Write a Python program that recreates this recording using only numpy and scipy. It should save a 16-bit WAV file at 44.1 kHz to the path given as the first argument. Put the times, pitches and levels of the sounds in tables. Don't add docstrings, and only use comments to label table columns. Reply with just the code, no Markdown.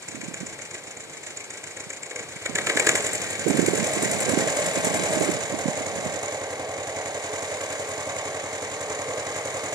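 import sys
import numpy as np
from scipy import signal
from scipy.fft import rfft, irfft
from scipy.io import wavfile
from scipy.ndimage import uniform_filter1d, map_coordinates

SR = 44100
rng = np.random.default_rng(int(sys.argv[2]) if len(sys.argv) > 2 else 0)


def write(x):
    x = np.atleast_2d(x).T
    wavfile.write(sys.argv[1], SR, np.round(np.clip(x, -1, 1) * 32767).astype(np.int16))


N = 429534
TIME = np.arange(N) / SR


# [t/s, four-stroke cycles completed]
CRANK = [(-0.042, 0), (0.344, 3), (0.714, 6), (1.103, 9), (1.642, 13), (2.292, 18), (2.558, 20), (2.67, 21),
         (2.87, 23), (3.483, 30), (4.477, 41), (5.319, 50), (5.591, 53), (7.058, 69), (7.798, 77),
         (8.532, 85), (9.087, 91), (9.822, 99)]
IDLE_THROTTLE, IDLE_CYCLES_PER_S, THROTTLE_PER_CYCLE_RATE, FLYWHEEL_LAG_S = 0.3, 8.08, 0.26, 0.31
# [t/s, level/dB]
EFFORT = [(0.0, -43), (0.44, -43.5), (0.96, -45), (1.89, -43.5), (2.05, -45), (2.52, -37.5), (2.7, -33),
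          (2.87, -31), (3.37, -34.5), (3.76, -31.5), (5.14, -31.5), (5.29, -31.5), (5.39, -35),
          (6.19, -36.5), (6.64, -39), (7.5, -36), (8.47, -37.5), (9.74, -36)]
# [t/s, level/dB]
LOAD = [(0.0, -50), (0.75, -48.5), (1.28, -48.5), (2.47, -48.5), (2.77, -39), (2.89, -34), (3.23, -40.5),
        (3.51, -41.5), (3.84, -36.5), (3.88, -34), (4.54, -31), (5.29, -32.5), (5.39, -33), (6.47, -35),
        (8.72, -35), (8.99, -34), (9.74, -33.5)]
BLIP_S, BLIP_WIDTH_S, BLIP_DB = 2.16, 0.065, 7.5
# [level/dB at mean effort and full throttle, slope/dB per dB effort, level/dB added at shut throttle]
THUD_LAW = (-51, 0.017, -14.5)
RATTLE_LAW = (-40.5, 1, -2.1)
BRIGHT_LAW = (-43.5, 1.52, 9)
PING_LAW = (-52, 2.46, 2)
RUSH_LAW = (-44, 1.26, 8.6)

# [t/s, roar L-R/dB, bright clatter L-R/dB]
AIM = [(0, 0, -4.5), (3.3, 2, -5.5), (4.2, -0.5, -8), (5.28, -0.5, -5), (5.45, -2.2, -11.5),
       (9.74, -1, -12)]
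# [t/s, lag/samples]
PORT_LAG = [(0, 6.3), (2.4, 6.02), (4.6, 8.04), (9.74, 8)]
# [f/Hz, width/Hz, lift/dB]
LEFT_PORT = [(2326, 310, 14.5), (6400, 800, 0.5), (7600, 390, 4), (8200, 1600, 5)]
RIGHT_PORT = [(10100, 1700, -2)]
RIGHT_RING_HZ, RIGHT_RING_LATE_HZ, RIGHT_RING_WIDTH_HZ, RIGHT_RING_DB = 6990, 6760, 286, 7.5
GRIP_SHIFT_S, GRIP_SHIFT_LENGTH_S = 5.3, .15
CUTOFF_HZ = 14900

# [f/Hz, level/dB per Hz]
FAN_SPECTRUM = [(20, -20), (60, -5), (150, 7), (235, 3), (310, 8), (400, 6.5), (1000, 2.5), (2500, -6.5),
                (4000, -2), (6000, -7), (9000, -6), (11000, -11), (14500, -28)]
FAN_WAVER_DB, FAN_WAVER_HZ, FAN_WAVER_TOP_HZ = 3, 5, 400
FAN_LOW_DB_PER_DB = -.55

# [t/s,
# peak level/dB, case ring f/Hz]
BUMPS = [(0.149, -27.5, 278), (0.176, -31, 280), (0.236, -29, 260), (0.286, -26.5, 210), (0.315, -38, 290),
         (0.412, -28.5, 166), (0.424, -40, 219), (0.433, -25, 260), (0.881, -42, 260), (1.87, -38, 149),
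         (2.209, -40, 120), (2.365, -36, 135), (2.498, -26.5, 260), (2.552, -30, 189), (2.668, -33, 200),
         (2.76, -21, 300), (2.947, -26, 300), (3.468, -7, 380), (3.483, -8.5, 328), (3.504, -8.5, 280),
         (3.511, -9.5, 240), (3.551, -12, 240), (3.586, -12, 302), (3.594, -5, 316), (3.629, -12, 290),
         (3.64, -10.5, 345), (3.679, -14, 300), (3.685, -7, 384), (3.737, -7.5, 403), (3.782, -14, 418),
         (3.811, -18, 220), (3.829, -16, 220), (3.968, -23, 260), (4.033, -14.5, 260), (4.293, -14, 300),
         (4.338, -10, 280), (4.376, -7, 320), (4.774, -14.5, 359.5), (4.872, -14, 275), (5.173, -16, 300.3),
         (5.212, -9.5, 387), (5.292, -12.5, 364.7), (5.526, -21.5, 217), (5.543, -18, 298.5),
         (5.660, -15.5, 271), (5.686, -16, 223.5), (5.811, -25, 259.8), (6.064, -22, 260)]
# [start/s, end/s, level/dB]
RUBS = [(0.07, 0.298, -50), (.4, 0.44, -53), (0.947, 1.348, -63.5), (2.477, 3.4, -49), (3.444, 3.784, -32),
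        (3.964, 4.064, -31), (4.117, 4.203, -37), (4.264, 4.44, -32), (4.584, 4.673, -42),
        (4.757, 4.78, -40), (4.828, 5.015, -32.5), (5.082, 5.193, -35), (5.202, 5.295, -33),
        (5.508, 6.11, -47.5)]
# [f/Hz, level/dB per Hz]
FINGER_SPECTRUM = [(40, -54), (90, -10.5), (170, 0), (330, -3), (480, -5), (700, -12), (1200, -27.5),
                   (3000, -37)]
RUB_ATTACK_S, RUB_RELEASE_DB_PER_S = 0.0092, 106
CATCHES_PER_S, CATCH_DB, CATCH_SPREAD_DB = 22, 1.5, 2.5
CASE_HZ, CASE_T60_S, CASE_DB = 348, 0.013, -13.5
BUMP_RISE_S = .002
TOUCH_BASS_HZ, TOUCH_BASS_DB, FIRM_RUB_DB = 197, 11.5, -40
SCRAPE_HZ, SCRAPE_DB = 433, -5.5

# [t/s, crack level/dB, clank level/dB, clank centre f/Hz]
KNOCKS = [(0.084, -22, -48, 1900), (0.212, -23.5, -35, 2100), (0.34, -21.5, -34, 1750),
          (0.466, -22.5, -42, 2000), (0.588, -30, -36, 2200), (0.711, -27, -41, 1900),
          (0.747, -29, -33, 1850), (0.969, -29, -43, 2000), (1.235, -27, -43, 1800),
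          (1.371, -20.5, -42, 1800), (1.404, -28, -40, 2100), (1.504, -21.5, -36.5, 1750),
          (1.638, -25, -34.5, 1800), (1.769, -25.5, -34, 1900), (1.802, -25, -39, 2200),
          (1.902, -20, -31, 1700), (1.932, -24, -42, 1900), (2.030, -21, -33, 2000),
          (2.061, -28, -42, 2200), (2.1094, -24, -30, 2110), (2.159, -19.5, -32, 2100),
          (2.190, -30, -31.5, 2200), (2.4578, -18.5, -21.5, 1980), (2.554, -15, -18, 1750),
          (2.583, -19, -21, 1700), (2.668, -18, -17.5, 1540), (2.6955, -17.5, -14.5, 1900),
          (2.770, -16.5, -16, 1850), (2.7958, -11.5, -17, 2050), (2.8669, -9, -12, 1770),
          (2.889, -7.5, -14.5, 1880), (2.952, -12.5, -19, 1650), (3.064, -15, -25, 2100),
          (3.151, -18, -46, 2000), (3.216, -19, -44, 2000), (3.572, -20, -27.5, 1700),
          (3.595, -20, -28, 1900), (3.615, -17.5, -39, 2000), (3.661, -15, -32, 1900),
          (4.112, -17.5, -37, 2000), (4.385, -18, -40, 2000), (4.48, -21, -23, 1900),
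          (4.57, -17, -32, 2000), (4.662, -16.5, -36, 2000)]
# [f/Hz, level/dB, t60/s]
CLANK_MODES = [(1380, 9, 0.03), (1555, -1, 0.046), (1675, 10, 0.029), (1760, 1, 0.041), (1870, -0.5, 0.023),
               (2060, -2, 0.038), (2243, -2, 0.051), (2430, -1, 0.04)]
# [f/Hz, level/dB per Hz]
FRAME_SPECTRUM = [(200, -13), (330, -1), (480, 3.5), (680, -2.5), (900, -9.5), (1250, -7.5), (1500, -22)]
KNOCK_LEAD_S, FRAME_DB = .002, -12
CLANK_DB, CLANK_SPREAD_DB, CLANK_DELAY_S, CLANK_OCTAVES = -10.5, 2.5, .005, .2
CRACK_RING_HZ, CRACK_RING_SPREAD_HZ, CRACK_RING_T60_S, CRACK_RING_DB = 7200, 280, .028, -10.5

# [f/Hz, level/dB per Hz]
PING_SPECTRUM = [(1500, -12), (4000, -36), (7500, 17), (10000, 11.5), (12500, 2.5), (15000, -14)]
# [place in cycle/0-1, level/dB at shut throttle, level/dB at full throttle]
BLOWS = [(0.93, 7, 8), (0.2, 12.5, 6.5), (0.48, 11.5, 6.5), (0.14, 2, 4), (0.77, -6, 3.5)]
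# [f/Hz, level/dB per Hz]
CASING_SPECTRUM = [(300, 1.5), (600, 2), (900, -11.5), (1150, -8.5), (1420, -1), (1600, 6), (1780, -1.5),
                   (1950, 2.5), (2400, -9), (2800, -5.5), (4000, -7.5), (6000, -21)]
# [f/Hz, level/dB per Hz]
CLATTER_SPECTRUM = [(2000, 0), (3200, -12.5), (4000, -8.5), (4700, -7.5), (6000, 2.5), (7200, 5.5),
                    (8500, -4), (10000, -4), (12000, -58), (14500, -47)]
# [f/Hz, width/Hz, lift/dB]
BLOCK = [(1050, 120, 2), (1475, 68, -3), (1870, 33, 5), (2234, 14, 8), (3010, 110, 3.5), (3740, 150, 4.5),
         (4080, 180, 1), (4900, 110, 4), (7540, 180, 2.5)]
RATTLE_LEAN_DB = -3.5

# [place in cycle/0-1, level/dB]
FIRINGS = [(.92, 6), (.16, 2.5)]
# [f/Hz, level/dB, t60/s]
PIPE_MODES = [(97.8, 9.5, 0.14), (124, 3, 0.085)]
# [f/Hz, level/dB, t60/s]
SHELL_MODES = [(300, -15, 0.14), (421, 5.5, 0.36), (458.7, -1, 0.34), (531, 1, 0.38), (572, -5.5, 0.23),
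               (631, -4.5, 0.28), (674, -17, 0.082), (785, -14, 0.15), (825, -22, 0.08), (1069, -9, 0.067)]
# [f/Hz, level/dB per Hz]
ROAR_SPECTRUM = [(130, -12), (200, -27), (280, -16), (360, -13.5), (420, -10), (480, -3), (540, -4.5),
                 (620, -3.5), (720, -6), (850, -9.5), (960, -14), (1150, -12.5), (1400, -28.5), (2200, -20)]
# [t/s, centre f/Hz]
RASP = [(0, 481.2), (3.3, 448), (3.9, 660), (4.5, 739), (5.4, 731.3), (6.9, 704.7), (7.5, 1086),
        (9.74, 1132)]
RASP_DB, RASP_DB_PER_OCTAVE, RASP_HALF_WIDTH_HZ = -9, -2.5, 134
# [t/s, centre f/Hz, level/dB]
THROAT = [(0, 501, -4), (2.05, 500, -8), (2.15, 469, -2), (2.25, 517, -8), (3.3, 494.4, -8),
          (3.84, 560, -1), (3.875, 582, 5), (3.95, 639, -5), (4.35, 604.4, -17), (4.52, 560, 0.5),
          (4.61, 604.5, 2.5), (4.68, 596, -4), (5.06, 600.4, -7), (5.14, 603, 4), (5.25, 560, -6),
          (5.75, 610, -2.5), (6.3, 562.3, -3.5), (6.62, 502, -4.5), (7.0, 613, -3), (7.5, 601, -3.5),
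          (7.8, 604, -6.5), (8.0, 600.3, -4), (8.3, 602, -9), (8.6, 548.3, -10), (9.0, 590.5, -7),
          (9.3, 488.7, -7), (9.74, 589.4, -10)]
THROAT_HALF_WIDTH_HZ = 48
# [place in cycle/0-1, f/Hz, t60/s, level/dB]
BARKS = [(.955, 286, .055, 2), (.27, 215, .06, -9), (.66, 422, .07, -5), (.96, 415, .04, -5)]
BARK_DB, BARK_SPREAD_DB, BARK_SWELL_S = -14.5, 1.2, .0025


def from_db(db):
    return 10 ** (np.asarray(db) / 20)


def rms_one(x):
    return x / np.sqrt(np.mean(x ** 2) + 1e-20)


def in_time(rows):
    s, *columns = np.transpose(rows)
    return [np.interp(TIME, s, c) for c in columns]


def colour(x, spectrum):
    hz, level_db = np.transpose(spectrum)
    log_bins = np.log(np.arange(1, 2 ** 18 + 2) * SR / 2 ** 19)
    level_db = np.interp(log_bins, np.log(hz), level_db, left=-80, right=-80)
    gain = rms_one(from_db(level_db))
    return irfft(rfft(x, 2 ** 19) * gain)[..., :N]


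def stereo_noise(alike, size=N):
    alike = np.clip(alike, 0, 1)
    common = np.sqrt(alike) * rng.standard_normal(size)
    return common + np.sqrt(1 - alike) * rng.standard_normal((2, size))


def pan(x, lean_db):
    return x * from_db(np.array([[1], [-1]]) * lean_db / 2)


def clicks(times, sizes):
    at = np.round(np.asarray(times) * SR).astype(int)
    inside = (at >= 0) & (at < N)
    sizes = sizes * np.ones(len(at))
    return np.bincount(at[inside], sizes[inside], N)


def each_cycle(place, spread_db, jitter_s):
    s, turns = np.transpose(CRANK)
    chance = rng.standard_normal((int(turns[-1]), 2))
    times = np.interp(np.arange(len(chance)) + place, turns, s)
    return clicks(times + jitter_s * chance[:, 0], from_db(spread_db * chance[:, 1]))


def burst(hits, rise_s, width_s, tail_db, tail_s):
    t = TIME[:SR // 2]
    direct = np.exp(-np.abs(t - rise_s) / width_s)
    tail = from_db(tail_db) * (1 - np.exp(-t / rise_s)) * np.exp(-t / tail_s)
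    power = signal.fftconvolve(hits ** 2, direct ** 2 + tail ** 2)[:N]
    return np.sqrt(np.abs(power))


def ring(x, hz, t60_s):
    r, w = from_db(-60 / (t60_s * SR)), 2 * np.pi * hz / SR
    return signal.lfilter([0, np.sin(w)], [1, -2 * r * np.cos(w), r * r], x + 1e-18)


def modes(x, table):
    total = 0
    for k, (hz, db, t60_s) in enumerate(table):
        total = total + (-1) ** k * from_db(db) * ring(x, hz, t60_s)
    return rms_one(total)


def short_rings(rows, rise_s, t60_s):
    out = np.zeros(N + SR)
    t = TIME[:SR // 8] - TIME[SR // 50]
    shape = np.where(t < 0, np.exp(-np.abs(t) / rise_s), from_db(-60 * np.abs(t) / t60_s))
    for s, db, hz in rows:
        start = int((s + t[0]) * SR)
        out[start:start + len(t)] += from_db(db) * shape * np.sin(2 * np.pi * hz * t)
    return out[:N]


def resonate(x, resonances):
    for hz, width_hz, lift_db in resonances:
        band = signal.lfilter(*signal.iirpeak(hz, hz / width_hz, fs=SR), x)
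        x = x + (from_db(lift_db) - 1) * band
    return x


def gliding_band(hz, half_width_hz):
    smooth = signal.butter(2, half_width_hz, fs=SR, output="sos")
    swirl = signal.sosfilt(smooth, stereo_noise(alike=0.95) + 1j * stereo_noise(alike=0.92))
    power = np.mean(np.abs(swirl) ** 2, axis=0)
    strength = np.sqrt(uniform_filter1d(power, size=SR // 20) + 1e-12)
    carrier = np.exp(2j * np.pi * np.cumsum(hz) / SR)
    return rms_one(np.real(swirl / strength * carrier))


def throttle_opening():
    s, turns = np.transpose(CRANK)
    rate = np.interp(TIME + FLYWHEEL_LAG_S, (s[1:] + s[:-1]) / 2, np.diff(turns) / np.diff(s))
    return np.clip(IDLE_THROTTLE + THROTTLE_PER_CYCLE_RATE * (rate - IDLE_CYCLES_PER_S), 0, 1)


def follow(law, throttle):
    base_db, slope, shut_db = law
    effort_db, = in_time(EFFORT)
    return base_db + slope * (effort_db - effort_db.mean()) + shut_db * (1 - throttle)


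def fan(rush_db):
    rush = colour(stereo_noise(alike=0.57), FAN_SPECTRUM)
    low = signal.sosfilt(signal.butter(1, FAN_WAVER_TOP_HZ, fs=SR, output="sos"), rush)
    slow = signal.butter(2, FAN_WAVER_HZ, fs=SR, output="sos")
    waver = rms_one(signal.sosfilt(slow, rng.standard_normal(N)))
    low_gain = rms_one(from_db(FAN_WAVER_DB * waver))
    low_gain = low_gain * from_db(FAN_LOW_DB_PER_DB * (rush_db - rush_db.min()))
    return from_db(rush_db) * (rush + (low_gain - 1) * low)


def rubbing():
    total = 0
    for start, end, db in RUBS:
        attack = np.clip((TIME - start) / RUB_ATTACK_S, 0, 1)
        total = total + attack * from_db(db - RUB_RELEASE_DB_PER_S * np.clip(TIME - end, 0, 1))
    return total


def bumps():
    return short_rings(BUMPS, BUMP_RISE_S, CASE_T60_S)


def fingers():
    s, bump_db, _ = np.transpose(BUMPS)
    rub = rubbing()
    caught = rng.random(N) < CATCHES_PER_S / SR
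    catches = caught * rub * from_db(CATCH_DB + CATCH_SPREAD_DB * rng.standard_normal(N))
    taps = clicks(s + 0.0017, from_db(bump_db)) + catches
    case = bumps() + ring(catches, CASE_HZ, CASE_T60_S)
    scuff = from_db(-14) * burst(taps, rise_s=.002, width_s=.003, tail_db=-7, tail_s=.018)
    unevenness = rms_one(uniform_filter1d(rng.standard_normal(N), size=400))
    lumps = rms_one(from_db(2.5 * unevenness))
    friction = (scuff + from_db(5.0) * rub * lumps) * stereo_noise(alike=0.22)
    touch = colour(from_db(CASE_DB) * case + friction, FINGER_SPECTRUM)
    firm = from_db(FIRM_RUB_DB)
    bass = signal.lfilter(*signal.butter(1, TOUCH_BASS_HZ, fs=SR), touch)
    bass_gain = from_db(TOUCH_BASS_DB) / (1 + rub / firm)
    scrape = signal.lfilter(*signal.butter(1, SCRAPE_HZ, "high", fs=SR), touch) * rub / (rub + firm)
    case_sound = touch + (bass_gain - 1) * bass + from_db(SCRAPE_DB) * scrape
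    return case_sound * from_db([[-23], [-1.5]])


def pinging(ping_db):
    ticks = 0
    for place, db in [(0.94, 4.5), (0.23, 0.5), (0.68, -3.0)]:
        ticks = ticks + from_db(db) * each_cycle(place, spread_db=2.5, jitter_s=0.0017)
    snap = rms_one(burst(ticks, rise_s=0.0062, width_s=0.0017, tail_db=-5.0, tail_s=0.025))
    return from_db(ping_db) * colour(snap * stereo_noise(alike=0.026), PING_SPECTRUM)


def block_ring():
    s, _, body_db, centre_hz = np.transpose(KNOCKS)
    chance_db = CLANK_SPREAD_DB * rng.standard_normal((len(s), len(CLANK_MODES)))
    times = s - KNOCK_LEAD_S + CLANK_DELAY_S
    rings = 0
    for k, (hz, db, t60_s) in enumerate(CLANK_MODES):
        near = np.exp(-.5 * (np.log2(hz / centre_hz) / CLANK_OCTAVES) ** 2)
        strikes = clicks(times, near * from_db(body_db + CLANK_DB + db + chance_db[:, k]))
        rings = rings + (-1) ** k * ring(strikes, hz, t60_s)
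    return signal.sosfilt(signal.butter(2, [1000, 3000], "band", fs=SR, output="sos"), rings)


def crack_ring():
    rows = []
    for s, db, _, _ in KNOCKS:
        hz = CRACK_RING_HZ + CRACK_RING_SPREAD_HZ * rng.standard_normal()
        rows.append((s + CLANK_DELAY_S / 2, db + CRACK_RING_DB, hz))
    return short_rings(rows, rise_s=.001, t60_s=CRACK_RING_T60_S)


def knocks(throttle):
    s, crack_db, body_db, _ = np.transpose(KNOCKS)
    cracks = clicks(s - KNOCK_LEAD_S, from_db(crack_db))
    clanks = clicks(s - KNOCK_LEAD_S, from_db(body_db))
    crack = from_db(-11.5) * burst(cracks, rise_s=0.0045, width_s=0.0028, tail_db=-7, tail_s=0.015)
    body = from_db(-2.3) * burst(clanks, rise_s=0.0058, width_s=0.0035, tail_db=-11.5, tail_s=0.03)
    shudder = from_db(FRAME_DB) * burst(clanks, rise_s=0.0089, width_s=0.0021, tail_db=-3.5, tail_s=0.092)
    edge = from_db(-2.5) * colour(throttle * crack * stereo_noise(alike=0.1), PING_SPECTRUM)
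    casing = colour(body * stereo_noise(alike=0.88), CASING_SPECTRUM)
    frame = colour(shudder * stereo_noise(alike=0.94), FRAME_SPECTRUM)
    clank = pan(casing + block_ring() + frame, lean_db=-2.5)
    return colour(crack * stereo_noise(alike=1.0), CLATTER_SPECTRUM) + crack_ring() + edge + clank


def clatter(throttle, rattle_db, bright_db, rattle_lean_db, bright_lean_db):
    blows = 0
    for place, idle_db, fast_db in BLOWS:
        gain = from_db(idle_db + throttle * (fast_db - idle_db))
        blows = blows + gain * each_cycle(place, spread_db=1.3, jitter_s=0.0007)
    roughness = rms_one(uniform_filter1d(rng.standard_normal(N), size=40))
    grit = rms_one(from_db(2.3 * roughness))
    shake = rms_one(burst(blows, rise_s=0.0055, width_s=0.01, tail_db=-0.5, tail_s=0.043))
    spit = rms_one(burst(blows, rise_s=0.0059, width_s=0.0074, tail_db=-1, tail_s=0.021))
    rattle = from_db(rattle_db) * colour(stereo_noise(alike=0.93) * shake, CASING_SPECTRUM)
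    bright = from_db(bright_db) * colour(stereo_noise(alike=0.25) * grit * spit, CLATTER_SPECTRUM)
    return pan(rattle, rattle_lean_db) + pan(bright, bright_lean_db)


def rasp():
    hz, = in_time(RASP)
    level_db = RASP_DB + RASP_DB_PER_OCTAVE * np.log2(hz / hz[0])
    return from_db(level_db) * gliding_band(hz, RASP_HALF_WIDTH_HZ)


def barks():
    out, t = 0, TIME[:SR // 5]
    for place, hz, t60_s, db in BARKS:
        envelope = (1 - np.exp(-t / BARK_SWELL_S)) ** 2 * from_db(db - 60 * t / t60_s)
        note = envelope * np.sin(2 * np.pi * hz * t)
        openings = each_cycle(place, spread_db=BARK_SPREAD_DB, jitter_s=.0004)
        out = out + signal.fftconvolve(openings, note)[:N]
    return rms_one(out)


def exhaust(throttle, thud_db, roar_db, lean_db):
    puffs = 0
    for place, db in FIRINGS:
        puffs = puffs + from_db(db) * each_cycle(place, spread_db=.7, jitter_s=.0001)
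    outlet = signal.butter(3, 72, "high", fs=SR, output="sos")
    thud = rms_one(signal.sosfilt(outlet, modes(puffs, PIPE_MODES)))
    trees = stereo_noise(alike=0.99, size=SR // 2) * np.exp(-TIME[:SR // 2] / 0.12)
    returned = signal.fftconvolve(puffs[None], trees, axes=1)[:, :N]
    echo = rms_one(colour(returned, ROAR_SPECTRUM))
    chuff = rms_one(burst(puffs, rise_s=0.0085, width_s=0.005, tail_db=-4, tail_s=0.17))
    gas = stereo_noise(alike=0.99) * chuff
    shell = modes(gas + from_db(-6.5) * rms_one(puffs), SHELL_MODES)
    shell = shell * from_db(-12.5 + 2.9 * throttle)
    throat_hz, throat_db = in_time(THROAT)
    throat = from_db(throat_db) * gliding_band(throat_hz, THROAT_HALF_WIDTH_HZ)
    roar = from_db(-3.5) * echo + from_db(-4.0) * colour(gas, ROAR_SPECTRUM) + shell
    roar = roar + chuff * (throat + rasp()) + from_db(BARK_DB) * barks()
    return from_db(thud_db) * thud + pan(from_db(roar_db) * roar, lean_db)


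def scene():
    throttle = throttle_opening()
    load_db, = in_time(LOAD)
    roar_db = load_db + BLIP_DB * np.exp(-((TIME - BLIP_S) / BLIP_WIDTH_S) ** 2)
    roar_lean_db, bright_lean_db = in_time(AIM)
    rattle_db, bright_db = follow(RATTLE_LAW, throttle), follow(BRIGHT_LAW, throttle)
    metal = clatter(throttle, rattle_db, bright_db, RATTLE_LEAN_DB, bright_lean_db)
    metal = metal + pinging(follow(PING_LAW, throttle)) + knocks(throttle)
    puffing = exhaust(throttle, follow(THUD_LAW, throttle), roar_db, roar_lean_db)
    left, right = puffing + from_db(-1) * resonate(metal, BLOCK) + fan(follow(RUSH_LAW, throttle))
    lag_samples, = in_time(PORT_LAG)
    left = map_coordinates(left, [np.arange(N) - lag_samples], order=3)
    return np.array([left, right]) + fingers()


def record(dry):
    left, right = resonate(dry[0], LEFT_PORT), resonate(dry[1], RIGHT_PORT)
    before = resonate(right, [(RIGHT_RING_HZ, RIGHT_RING_WIDTH_HZ, RIGHT_RING_DB)])
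    after = resonate(right, [(RIGHT_RING_LATE_HZ, RIGHT_RING_WIDTH_HZ, RIGHT_RING_DB)])
    shifted = np.clip((TIME - GRIP_SHIFT_S) / GRIP_SHIFT_LENGTH_S, 0, 1)
    heard = np.array([left, before + shifted * (after - before)])
    return signal.sosfilt(signal.ellip(10, .3, 80, CUTOFF_HZ, fs=SR, output="sos"), heard)


dry = scene()
out = record(dry)
write(out)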